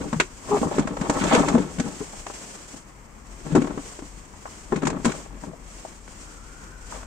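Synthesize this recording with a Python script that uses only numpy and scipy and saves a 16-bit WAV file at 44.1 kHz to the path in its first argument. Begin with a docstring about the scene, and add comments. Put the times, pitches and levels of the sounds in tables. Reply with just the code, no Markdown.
"""A loose plastic bumper cover is worked off a car over a quiet, low-rumbling yard, a jacket rustling close by.
First, up to 2.3 s, clips snap, struck shell modes thud, and slip trains scrape and judder along the body. Then
it is carried a few steps, with small hollow taps, and gripped again: thuds at 3.5 s, rattles from 4.7 s. Cloth
is shaped noise that swells with each arm swing; the yard is shaped noise whose rumble slowly rises and sinks,
the air wavering a little. At the end a faint far-off whir, a narrow wavering noise band, rises at 6.1 s."""
import sys
import numpy as np
from scipy import signal
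from scipy.fft import rfft, irfft, next_fast_len
from scipy.io import wavfile
from scipy.ndimage import uniform_filter1d

SR = 44100
rng = np.random.default_rng(int(sys.argv[2]) if len(sys.argv) > 2 else 0)


def to_wav(sig):
    """Store sig (one row per channel, or 1-D mono) as 16-bit WAV at the path in sys.argv[1].

    Samples outside -1..1 are clipped; the rate is SR.
    """
    pcm = np.clip(np.atleast_2d(sig), -1, 1) * 32767
    pcm = np.round(pcm).astype(np.int16)
    wavfile.write(sys.argv[1], SR, pcm.T)  # frames by channels


N = 311346

# Levels in the event tables are before each function's trims; spectra and modes are relative.
# Yard rumble level. Each row: time in seconds, level in dB.
YARD_LEVEL_DB = [(0, -44), (2.3, -45.5), (2.7, -53), (3.6, -44), (4.3, -48.5), (4.8, -45), (6.2, -48.5),
                 (7.06, -42.5)]
# Rumble spectrum. Each row: frequency in Hz, density in dB per Hz.
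RUMBLE_SPECTRUM_DB = [(12, -22), (30, 7.5), (37, -6.5), (45, 14), (58, -2.5), (80, -2), (110, -9.5),
                      (200, -57)]
# Open-air spectrum. Each row: frequency in Hz, density in dB per Hz.
AIR_SPECTRUM_DB = [(60, -35), (120, 5), (210, 5), (400, -2.5), (750, -6), (1050, -1), (1500, -8.5),
                   (2200, -9), (4000, -31)]
# Far-off whir. Each row: time in seconds, centre in Hz, level in dB.
WHIR_TRACK = [(6.1, 1395, -76), (6.27, 1390, -56), (6.68, 1480, -52), (7.06, 1470, -58)]
# Arm swings sliding the jacket cloth. Each row: fastest slide in seconds, length in seconds, level in dB.
ARM_SWINGS = [(0.142, 0.57, -45), (0.612, 0.54, -40.5), (1.31, 0.75, -37), (1.953, 0.78, -43),
              (2.412, 0.79, -42), (2.734, 0.18, -45), (3.529, 0.7, -47.5), (3.885, 0.26, -42.5),
              (4.08, 0.42, -49.5), (4.555, 0.7, -48.5), (5.134, 0.31, -42), (5.442, 0.13, -49.5),
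              (5.804, 0.51, -47.5), (6.218, 0.44, -47.5), (6.59, 1, -52.5), (6.95, 0.28, -44)]
# Cloth spectrum. Each row: frequency in Hz, density in dB per Hz.
CLOTH_SPECTRUM_DB = [(120, -33), (200, 0), (227, -5.5), (288, -1.5), (422, -5), (555, -5.5), (1050, -8.5),
                     (1660, -10.5), (3250, -12), (3630, -17), (7390, -5.5), (8240, -7), (10100, -27),
                     (15600, -34)]
# Small hollow taps during the carry. Each row: start in seconds, level in dB, centre in Hz.
TAP_EVENTS = [(2.133, -41.5, 700), (4.336, -47, 980), (4.455, -36.5, 890), (4.475, -40.5, 1050),
              (5.533, -43, 550), (5.849, -34.5, 680), (6.922, -35.5, 950)]
# Drags over the car body. Each row: hardest bearing in seconds, build-up in seconds, let-go in seconds,
# shell level in dB, panel level in dB, rasp level in dB.
DRAG_EVENTS = [(0.018, 0.26, 0.18, -32, -38.5, -38), (0.546, 0.087, 0.1, -28, -25.5, -29.5),
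               (0.668, 0.032, 0.034, -24.5, -24.5, -52), (0.745, 0.072, 0.21, -33.5, -31, -31.5),
               (0.91, 0.065, 0.078, -31, -34.5, -39), (1.06, 0.14, 0.084, -31, -31, -34.5),
               (1.175, 0.11, 0.14, -31, -25.5, -35), (1.255, 0.16, 0.32, -25, -26.5, -22),
               (1.345, 0.13, 0.12, -36, -18, -16), (1.413, 0.068, 0.069, -21.5, -19, -25),
               (1.49, 0.15, 0.23, -27, -25.5, -27.5), (1.59, 0.73, 0.13, -26, -34, -33),
               (1.871, 0.21, 0.12, -34.5, -38.5, -38), (3.575, 0.15, 0.14, -29.5, -34, -32.5),
               (3.705, 0.086, 0.17, -37, -42.5, -41), (4.775, 0.076, 0.043, -32.5, -38, -32.5),
               (4.87, 0.086, 0.2, -28, -33.5, -35.5), (5.061, 0.0099, 0.068, -25, -30, -22.5),
               (5.12, 0.13, 0.18, -39.5, -38.5, -37.5), (5.35, 0.076, 0.072, -45.5, -46.5, -48.5),
               (5.48, 0.079, 0.14, -40, -46.5, -56), (6.945, 0.032, 0.11, -53, -39.5, -44)]
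# Steady stick-slip of the edge. Each row: start in seconds, end in seconds, slips per second,
# level in dB, roughness from 0 to 1.
JUDDER_EVENTS = [(0.497, 0.585, 416, -20, 0.53), (1.536, 1.58, 239, -11, 0), (2.003, 2.036, 427, -31, 0),
                 (5.053, 5.089, 243, -15.5, 0.2)]
# Blows. Each row: start in seconds, panel knock in dB, shell thud in dB, clip crack in dB,
# frequency in Hz at which the shell flexes most.
BLOW_EVENTS = [(0.128, -24, -20, -35.5, 235), (0.141, -34, -24, -48, 193), (0.159, -43, -22, -59, 146),
               (0.199, -19, -17, -14, 362), (0.615, -38, -17.5, -42, 268), (0.628, -19, -22, -56, 370),
               (0.712, -24.5, -27.5, -55, 366), (0.782, -22, -13.5, -33.5, 330),
               (0.792, -33, -13.5, -32, 230), (0.806, -35.5, -21, -55, 200), (0.853, -56, -24.5, -63, 257),
               (0.872, -24.5, -28, -35, 222), (0.968, -25, -40, -40, 453), (1.012, -30, -18, -35.5, 226),
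               (1.096, -16, -15.5, -26.5, 287), (1.238, -38, -19, -29.5, 242),
               (1.332, -17, -13, -40.5, 256), (1.348, -29, -15.5, -20, 494), (1.362, -13.5, -22, -32, 440),
               (1.376, -20.5, -15, -41, 266), (1.438, -43, -26.5, -53, 242), (1.483, -39, -37, -28, 248),
               (1.548, -17, -13, -39, 248), (1.579, -24, -20.5, -38, 480), (1.784, -40, -23, -38, 226),
               (1.797, -28, -16.5, -29.5, 265), (1.857, -50, -27, -58, 218), (2.005, -39, -27.5, -50, 270),
               (2.265, -27.5, -38.5, -36, 403), (2.299, -32, -36.5, -52.5, 344),
               (2.739, -44, -36, -60, 272), (3.463, -38, -30, -55, 152), (3.521, -47, -20, -63, 151),
               (3.5501, -18.5, -10.5, -30.5, 300), (3.5606, -19.5, -10.5, -34, 303),
               (3.5755, -30, -10.5, -50, 274), (3.583, -41, -13, -55, 267), (3.618, -30, -20, -35, 292),
               (3.643, -32.5, -21.5, -43, 283), (3.671, -30.5, -32, -41.5, 336),
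               (3.704, -34, -30, -48, 300), (3.775, -35.5, -24, -44.5, 302), (3.989, -38, -33, -47, 367),
               (4.021, -41, -32.5, -58, 283), (4.721, -22.5, -19.5, -40.5, 266),
               (4.727, -28, -16.5, -67, 396), (4.759, -34, -22, -35.5, 188), (4.82, -31.5, -31, -39, 302),
               (4.831, -27, -20, -38, 306), (4.852, -37, -22.5, -32.5, 198), (4.869, -19, -33, -26.5, 190),
               (4.9, -30, -47, -32.5, 213), (4.928, -31, -30, -48, 199), (4.965, -34, -25, -49, 230),
               (5.046, -39, -20.5, -28, 302), (5.052, -19.5, -29, -26, 253), (5.094, -33, -24, -46, 254),
               (5.117, -37, -34, -33.5, 190), (5.259, -40.5, -53, -68, 303),
               (5.435, -34.5, -36, -54.5, 280), (6.077, -42.5, -54, -45.5, 300),
               (7.028, -39, -45, -47, 246)]
# Broad flexing modes of the shell. Each row: frequency in Hz, level in dB, t60 in seconds (ungripped).
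SHELL_MODES = [(103, 10.5, 0.086), (157.8, 0, 0.45), (191, 5, 0.12), (214.5, 2.5, 0.11), (244, 3, 0.1),
               (287.3, 1, 0.085), (345.8, -1, 0.093), (371.6, -2, 0.14), (417, 3.5, 0.084),
               (463, 2.5, 0.062)]
# Strongest panel modes. Each row: frequency in Hz, level in dB, t60 in seconds (before hand damping).
PANEL_STRONG_MODES = [(615, 3, 0.053), (670, 2.5, 0.036), (796.6, 2.5, 0.041), (937, 0.5, 0.029),
                      (1091, -1.5, 0.042), (1322, -4.5, 0.055), (1730, -15.5, 0.12)]
# Stiff rim that holds the clips. Each row: frequency in Hz, level in dB, t60 in seconds.
RIM_MODES = [(1483, 14.5, 0.031), (1627, 8.5, 0.045), (1910, 12.5, 0.038), (2195, 12.5, 0.042),
             (2573, 15, 0.027), (2788, 10, 0.057), (3220, -5, 0.05), (4700, -6, 0.06)]
# Dense higher modes of panel, clips and edge. Each row: frequency in Hz, level in dB.
PANEL_SPECTRUM_DB = [(350, -22.5), (480, 5), (620, -3), (800, -0.5), (1100, 2), (1400, -9.5), (1900, -10.5),
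                     (3000, -104)]
CLIP_SPECTRUM_DB = [(900, -22), (1400, 2.5), (1750, -2.5), (2300, 0), (2750, -5.5), (3300, -6),
                    (4400, -12.5), (6000, -40)]
EDGE_SPECTRUM_DB = [(2500, -58), (4000, -9), (5500, -5), (7200, 1.5), (8300, -4), (9700, -21), (15000, -45)]
# Judder rasp and outdoor scatter. Each row: frequency in Hz, level in dB.
JUDDER_SPECTRUM_DB = [(200, -32), (500, -6), (950, 8), (1200, 3.5), (1600, -34.5), (3000, -39), (12000, -43)]
SCATTER_SPECTRUM_DB = [(100, 11.5), (1500, 7.5), (6000, 9.5), (15000, -51)]
# Contact softness dulls the knock. Each row: crack minus knock in dB, low-pass corner in Hz.
KNOCK_CORNER_HZ = [(-26, 1080), (-17, 520), (-21, 4000)]
# Harder snaps reach higher rim modes. Each row: crack in dB, frequency in Hz where the drive halves.
RIM_REACH_HZ = [(-25, 2200), (-13, 5100)]
# Place of the cover. Each row: time in seconds, left minus right in dB.
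COVER_SIDE_DB = [(0, -1.5), (0.9, -2), (1.6, -0.5), (3.5, 0.5)]
# Likeness of the two microphone ports. Each row: frequency in Hz, left-right coherence.
PORT_COHERENCE = [(40, 1), (300, 0.77), (640, 0.24), (1400, 0.018), (3000, 0.026), (15000, 0.13)]
# Colour difference of the ports. Each row: frequency in Hz, left minus right in dB.
PORT_LEAN_DB = [(40, 6.5), (150, 6.5), (280, 4), (600, 4.5), (1300, 4), (2800, 0), (5500, -1.5),
                (7200, -0.5), (9000, 2.5), (14000, 0)]

RING_S = np.arange(8192) / SR
CUT_HZ = 15650
SLEEVE_REST_DB = -59  # cloth is never quite still
GRIP_T60_S = 0.22  # extra fade: holding hands damp the shell
DRAG_SPAN_DB, DRAG_ROUNDING = 20, 1.3  # drop at one build-up or let-go; above 1 lingers near the peak
# the edge ticks at most TOP, and fades faster than the crack below FULL
TICK_TOP_DB, TICK_SLOPE, TICK_FULL_DB = -22.5, 1.43, -24.5


def amp(db):
    """Decibels to gain."""
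    return 10 ** (np.asarray(db) / 20)


def unit(x):
    """Scales to rms 1."""
    return x / np.sqrt(np.mean(x ** 2) + 1e-20)


def struck(x, size=512):
    """Scales a pair so that its channel mean has rms 1 at its loudest moment."""
    return x / np.sqrt(uniform_filter1d(x.mean(0) ** 2, size).max() + 1e-20)


def read(points, hz):
    """Reads a spectrum on a log-frequency axis."""
    f, value = np.transpose(points)
    return np.interp(np.log(hz + 1), np.log(f + 1), value)


def follow(rows, t_s):
    """Columns of a curve table at times t_s."""
    s, *columns = np.transpose(rows)
    return [np.interp(t_s, s, column) for column in columns]


def add(mix, start_s, sound):
    """Mixes a pair in at start_s."""
    part = mix[:, max(round(start_s * SR), 0):][:, :sound.shape[1]]
    part += sound[:, :part.shape[1]]


def ports(hz):
    """Random complex weights for two microphone ports with the tabled coherence."""
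    a, b, c, d = rng.standard_normal((4, len(hz)))
    same = np.clip(read(PORT_COHERENCE, hz), -1, 1)
    left = a + 1j * b
    right = same * left + np.sqrt(1 - same ** 2) * (c + 1j * d)
    return np.array([left, right])


def noise(spectrum_db, size):
    """A noise pair of the given spectrum, rms 1."""
    fft_size = next_fast_len(size)
    hz = np.fft.rfftfreq(fft_size, 1 / SR)
    return unit(irfft(ports(hz) * amp(read(spectrum_db, hz)), fft_size)[:, :size])


def drift(rate_hz, size):
    """Random values of rms about 1, drawn rate_hz times a second and joined by lines."""
    at = np.arange(size) * rate_hz / SR
    return np.interp(at, np.arange(4096), rng.standard_normal(4096)) * np.sqrt(3 / 2)


def grains(per_s, spread_db, size, clump_db=6, clumps_hz=70):
    """A random train of tiny slips that come in clumps, a few of them large."""
    clumps = amp(clump_db * drift(clumps_hz, size))
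    sizes = amp(spread_db * np.minimum(rng.exponential(1, size), 4))
    signs = rng.choice([-1, 1], size)
    slips = rng.random(size) < per_s / SR * clumps / clumps.mean()
    return sizes * signs * slips


def through(drive, body):
    """A force rings a body: convolution with its ring."""
    return signal.fftconvolve(drive[None], body, axes=1)[:, :len(drive)]


def dulled(x, corner_hz):
    """Third-order low-pass."""
    return signal.lfilter(*signal.butter(3, min(corner_hz, SR / 3), fs=SR), x)


def modes(table, emphasis=1., rise_s=.0004, scatter_rad=np.pi):
    """Decaying modes with scattered start phases, each a little out of step between the ports."""
    hz, db, t60_s = np.transpose(table)
    phase = scatter_rad * rng.standard_normal(len(hz)) + 0.38 * rng.standard_normal((2, len(hz)))
    rings = np.exp(2j * np.pi * hz[:, None] * RING_S) * amp(-60 * RING_S / t60_s[:, None])
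    weights = emphasis * amp(db) * np.exp(1j * phase)
    return (weights @ rings).real * (1 - np.exp(-RING_S / rise_s))


def dense_ring(spectrum_db, t60_s, hold_s=0., rise_s=0.00012):
    """Countless overlapping modes, as noise, swell, are kept up by chatter for hold_s, and die."""
    fade = amp(-60 * np.maximum(RING_S - hold_s, 0) / t60_s)
    return noise(spectrum_db, len(RING_S)) * fade * (1 - np.exp(-RING_S / rise_s))


def yard(air_db=-50):
    """A low rumble and the soft wash of open air, both shaped noise."""
    rumble_db, = follow(YARD_LEVEL_DB, np.arange(N) / SR)
    waver_db = drift(25, N)
    return amp(rumble_db) * noise(RUMBLE_SPECTRUM_DB, N) + amp(air_db + waver_db) * noise(AIR_SPECTRUM_DB, N)


def whir(half_width_hz=85, waver_hz=25):
    """Low-passed noise shifted up to a wavering centre makes a narrow, distant band."""
    hz, db = follow(WHIR_TRACK, np.arange(N) / SR)
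    carrier = np.exp(2j * np.pi * np.cumsum(hz + waver_hz * drift(18, N)) / SR)
    fuzz = signal.lfilter(*signal.butter(2, half_width_hz, fs=SR), ports(np.full(N, hz.mean())))
    return amp(db) * unit((fuzz * carrier).real)


def jacket(cloth_db=2, flutter_db=1.5, ends_db=15.0):
    """Cloth friction hisses with each arm swing, swelling and fading evenly, fluttering over its folds."""
    s, length_s, db = np.transpose(ARM_SWINGS)[:, :, None]
    off_peak = 2 * (np.arange(N) / SR - s) / length_s
    swings = amp(db - ends_db * np.minimum(off_peak ** 2, 20))
    level = np.sqrt((swings ** 2).sum(0) + amp(SLEEVE_REST_DB) ** 2)
    return level * amp(cloth_db + flutter_db * drift(70, N)) * noise(CLOTH_SPECTRUM_DB, N)


def surroundings(x, wet_db=-21, t60_s=0.14):
    """Faint scatter from the ground and the car: a decaying noise tail after 6 ms."""
    t_s = np.arange(SR // 2) / SR
    tail = noise(SCATTER_SPECTRUM_DB, len(t_s)) * amp(-60 * t_s / t60_s) * (t_s > .006)
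    return x + amp(wet_db) * signal.fftconvolve(x, tail / np.linalg.norm(tail[0]), axes=1)[:, :N]


def taps(t60_s=0.042, skirt_db_per_octave=-15):
    """Light contacts ring one narrow, hollow band."""
    out = np.zeros((2, N))
    octaves = np.arange(-2, 3)
    for s, db, hz in TAP_EVENTS:
        spectrum_db = np.column_stack([hz * 2. ** octaves, skirt_db_per_octave * abs(octaves)])
        ring = dense_ring(spectrum_db, t60_s, rise_s=0.00068)
        add(out, s, amp(db) * struck(dulled(ring, 2 * hz)))
    return out


def shell(flex_hz, reach_octaves):
    """The contact point drives the shell modes near flex_hz most, nearly in step."""
    octaves = np.log2(np.transpose(SHELL_MODES)[0] / flex_hz)
    emphasis = 1 / (1 + (octaves / reach_octaves) ** 2)
    return modes(SHELL_MODES, emphasis, rise_s=0.0027, scatter_rad=0.71)


def panel(t60_s, hold_s=0., rise_s=0.00025, modes_db=0):
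    """A few strong modes stand out of many weak ones; a hand damps both when t60_s is short."""
    hand = amp(-60 * RING_S * max(1 / t60_s - 1 / .05, 0))
    weak = struck(dense_ring(PANEL_SPECTRUM_DB, t60_s, hold_s, rise_s))
    strong = struck(modes(PANEL_STRONG_MODES, rise_s=rise_s) * hand)
    return weak + amp(modes_db) * strong


def rim(reach_hz, rise_s=0.00044):
    """The stiff rim's modes, driven ever less above reach_hz."""
    emphasis = 1 / (1 + (np.transpose(RIM_MODES)[0] / reach_hz) ** 4)
    return struck(modes(RIM_MODES, emphasis, rise_s))


def judders(jitter=0.025, kick=0.088):
    """Regular stick-slip: the shell swings at the slip rate and each release rasps the panel."""
    out = np.zeros((2, N))
    for start_s, end_s, slip_hz, db, rough in JUDDER_EVENTS:
        size = max(round((end_s - start_s) * SR), 64)
        turns = np.cumsum(slip_hz * (1 + jitter * drift(223, size))) / SR
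        swing = unit(np.sin(2 * np.pi * turns))
        releases = (kick + rng.standard_normal(size)) * np.exp(-(turns % 1) / 0.061)
        rasp = unit(through(releases, dense_ring(JUDDER_SPECTRUM_DB, t60_s=0.029)))
        grip = amp(1.5 * drift(200, size)) * signal.windows.tukey(size, .65)
        add(out, start_s, amp(db) * (swing + rough * rasp) * grip)
    return out


def bearing(t_s):
    """Drive of shell, panel and rasp in dB: each drag builds up, then lets go; the strongest wins."""
    s, build_s, let_go_s, *levels_db = np.transpose(DRAG_EVENTS)[:, :, None]
    coarse_s = t_s[::64]
    off_peak = np.maximum((s - coarse_s) / build_s, (coarse_s - s) / let_go_s)
    slack_db = DRAG_SPAN_DB * np.clip(off_peak, 0, 10) ** DRAG_ROUNDING
    return [np.interp(t_s, coarse_s, (db - slack_db).max(0)) for db in levels_db]


def scrape(body, per_s, spread_db, count=3):
    """Slips at a few contact points of varying load, each ringing the body in its own way."""
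    loads = [amp(4 * drift(35, N)) for _ in range(count)]
    sound = sum(through(load * grains(per_s, spread_db, N), body()) for load in loads)
    power = uniform_filter1d((sound ** 2).mean(0), size=3500)
    return sound / np.sqrt(power + 1e-20)  # the total load is steady


def drags(flex_db=1.5, panel_db=-2.0, clip_db=-9, edge_db=-17, rim_db=-3):
    """Slips over the car body shake the shell, ring the panel and rasp along the rim and edge."""
    def clip_and_rim():
        return struck(dense_ring(CLIP_SPECTRUM_DB, t60_s=0.074)) + amp(rim_db) * rim(1750)

    shell_db, mid_db, rasp_db = bearing(np.arange(N) / SR)
    sound = amp(shell_db + flex_db) * scrape(
        lambda: shell(297, reach_octaves=0.56), per_s=260, spread_db=1.0)
    sound += amp(mid_db + panel_db) * scrape(
        lambda: panel(t60_s=0.05, modes_db=3), per_s=115, spread_db=1.8)
    sound += amp(rasp_db + clip_db) * scrape(clip_and_rim, per_s=140, spread_db=1.0)
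    sound += amp(rasp_db + edge_db) * scrape(
        lambda: dense_ring(EDGE_SPECTRUM_DB, t60_s=0.023), per_s=400, spread_db=1.5)
    return sound


def blows(knock_db=-4, thud_db=-2, crack_db=-5, rim_db=-5.5, tick_db=-5.0, chatter_s=0.0067):
    """Each blow flexes the shell, knocks the panel, cracks a clip on the rim and ticks the edge."""
    out = np.zeros((2, N))
    for s, knock, thud, crack, flex_hz in BLOW_EVENTS:
        # a hard snap starts faster and rings longer
        rise_s = np.interp(crack, [-35, -15], [.0018, .0012])
        t60_s = np.interp(crack, [-40, -18], [.04, .058])
        # a blow that hardly moves the shell is short and dry
        weight = np.interp(thud, [-38, -26], [.5, 1])
        tick = TICK_TOP_DB + TICK_SLOPE * min(crack - TICK_FULL_DB, 0)
        corner_hz = np.interp(crack - knock, *np.transpose(KNOCK_CORNER_HZ))
        reach_hz = np.interp(crack, *np.transpose(RIM_REACH_HZ))

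        flex = shell(flex_hz, reach_octaves=0.23) * amp(-60 * RING_S / GRIP_T60_S)
        ring = panel(t60_s=0.068 * weight, hold_s=chatter_s * weight, rise_s=rise_s * weight)
        clip = dense_ring(CLIP_SPECTRUM_DB, t60_s * weight, hold_s=chatter_s / 2, rise_s=rise_s)
        edge = dense_ring(EDGE_SPECTRUM_DB, t60_s, hold_s=chatter_s / 2, rise_s=2 * rise_s)

        sound = amp(thud + thud_db) * struck(flex)
        sound += amp(knock + knock_db) * struck(dulled(ring, corner_hz))
        sound += amp(crack + crack_db) * struck(clip)
        sound += amp(crack + rim_db) * rim(reach_hz, rise_s)
        sound += amp(tick + tick_db) * struck(edge)
        add(out, s, sound)
    return out


def scene():
    """The yard, the whir, the jacket and the bumper cover, which moves from right to left."""
    side_db, = follow(COVER_SIDE_DB, np.arange(N) / SR)
    cover = (taps() + judders() + drags() + blows()) * amp(np.array([side_db, -side_db]) / 2)
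    return yard() + whir() + jacket() + surroundings(cover)


def record(dry):
    """Two microphone ports differ in colour and saturate gently; then the band limit."""
    size = next_fast_len(N)
    lean_db = read(PORT_LEAN_DB, np.fft.rfftfreq(size, 1 / SR))
    heard = irfft(rfft(dry, size) * amp(np.array([lean_db, -lean_db]) / 2), size)[:, :N]
    heard = np.tanh(heard)  # rounds off the hardest snaps
    low_pass = signal.firwin(511, CUT_HZ, window=("kaiser", 9), fs=SR)
    return signal.oaconvolve(heard, low_pass[None], "same")


dry = scene()
out = record(dry)
to_wav(out)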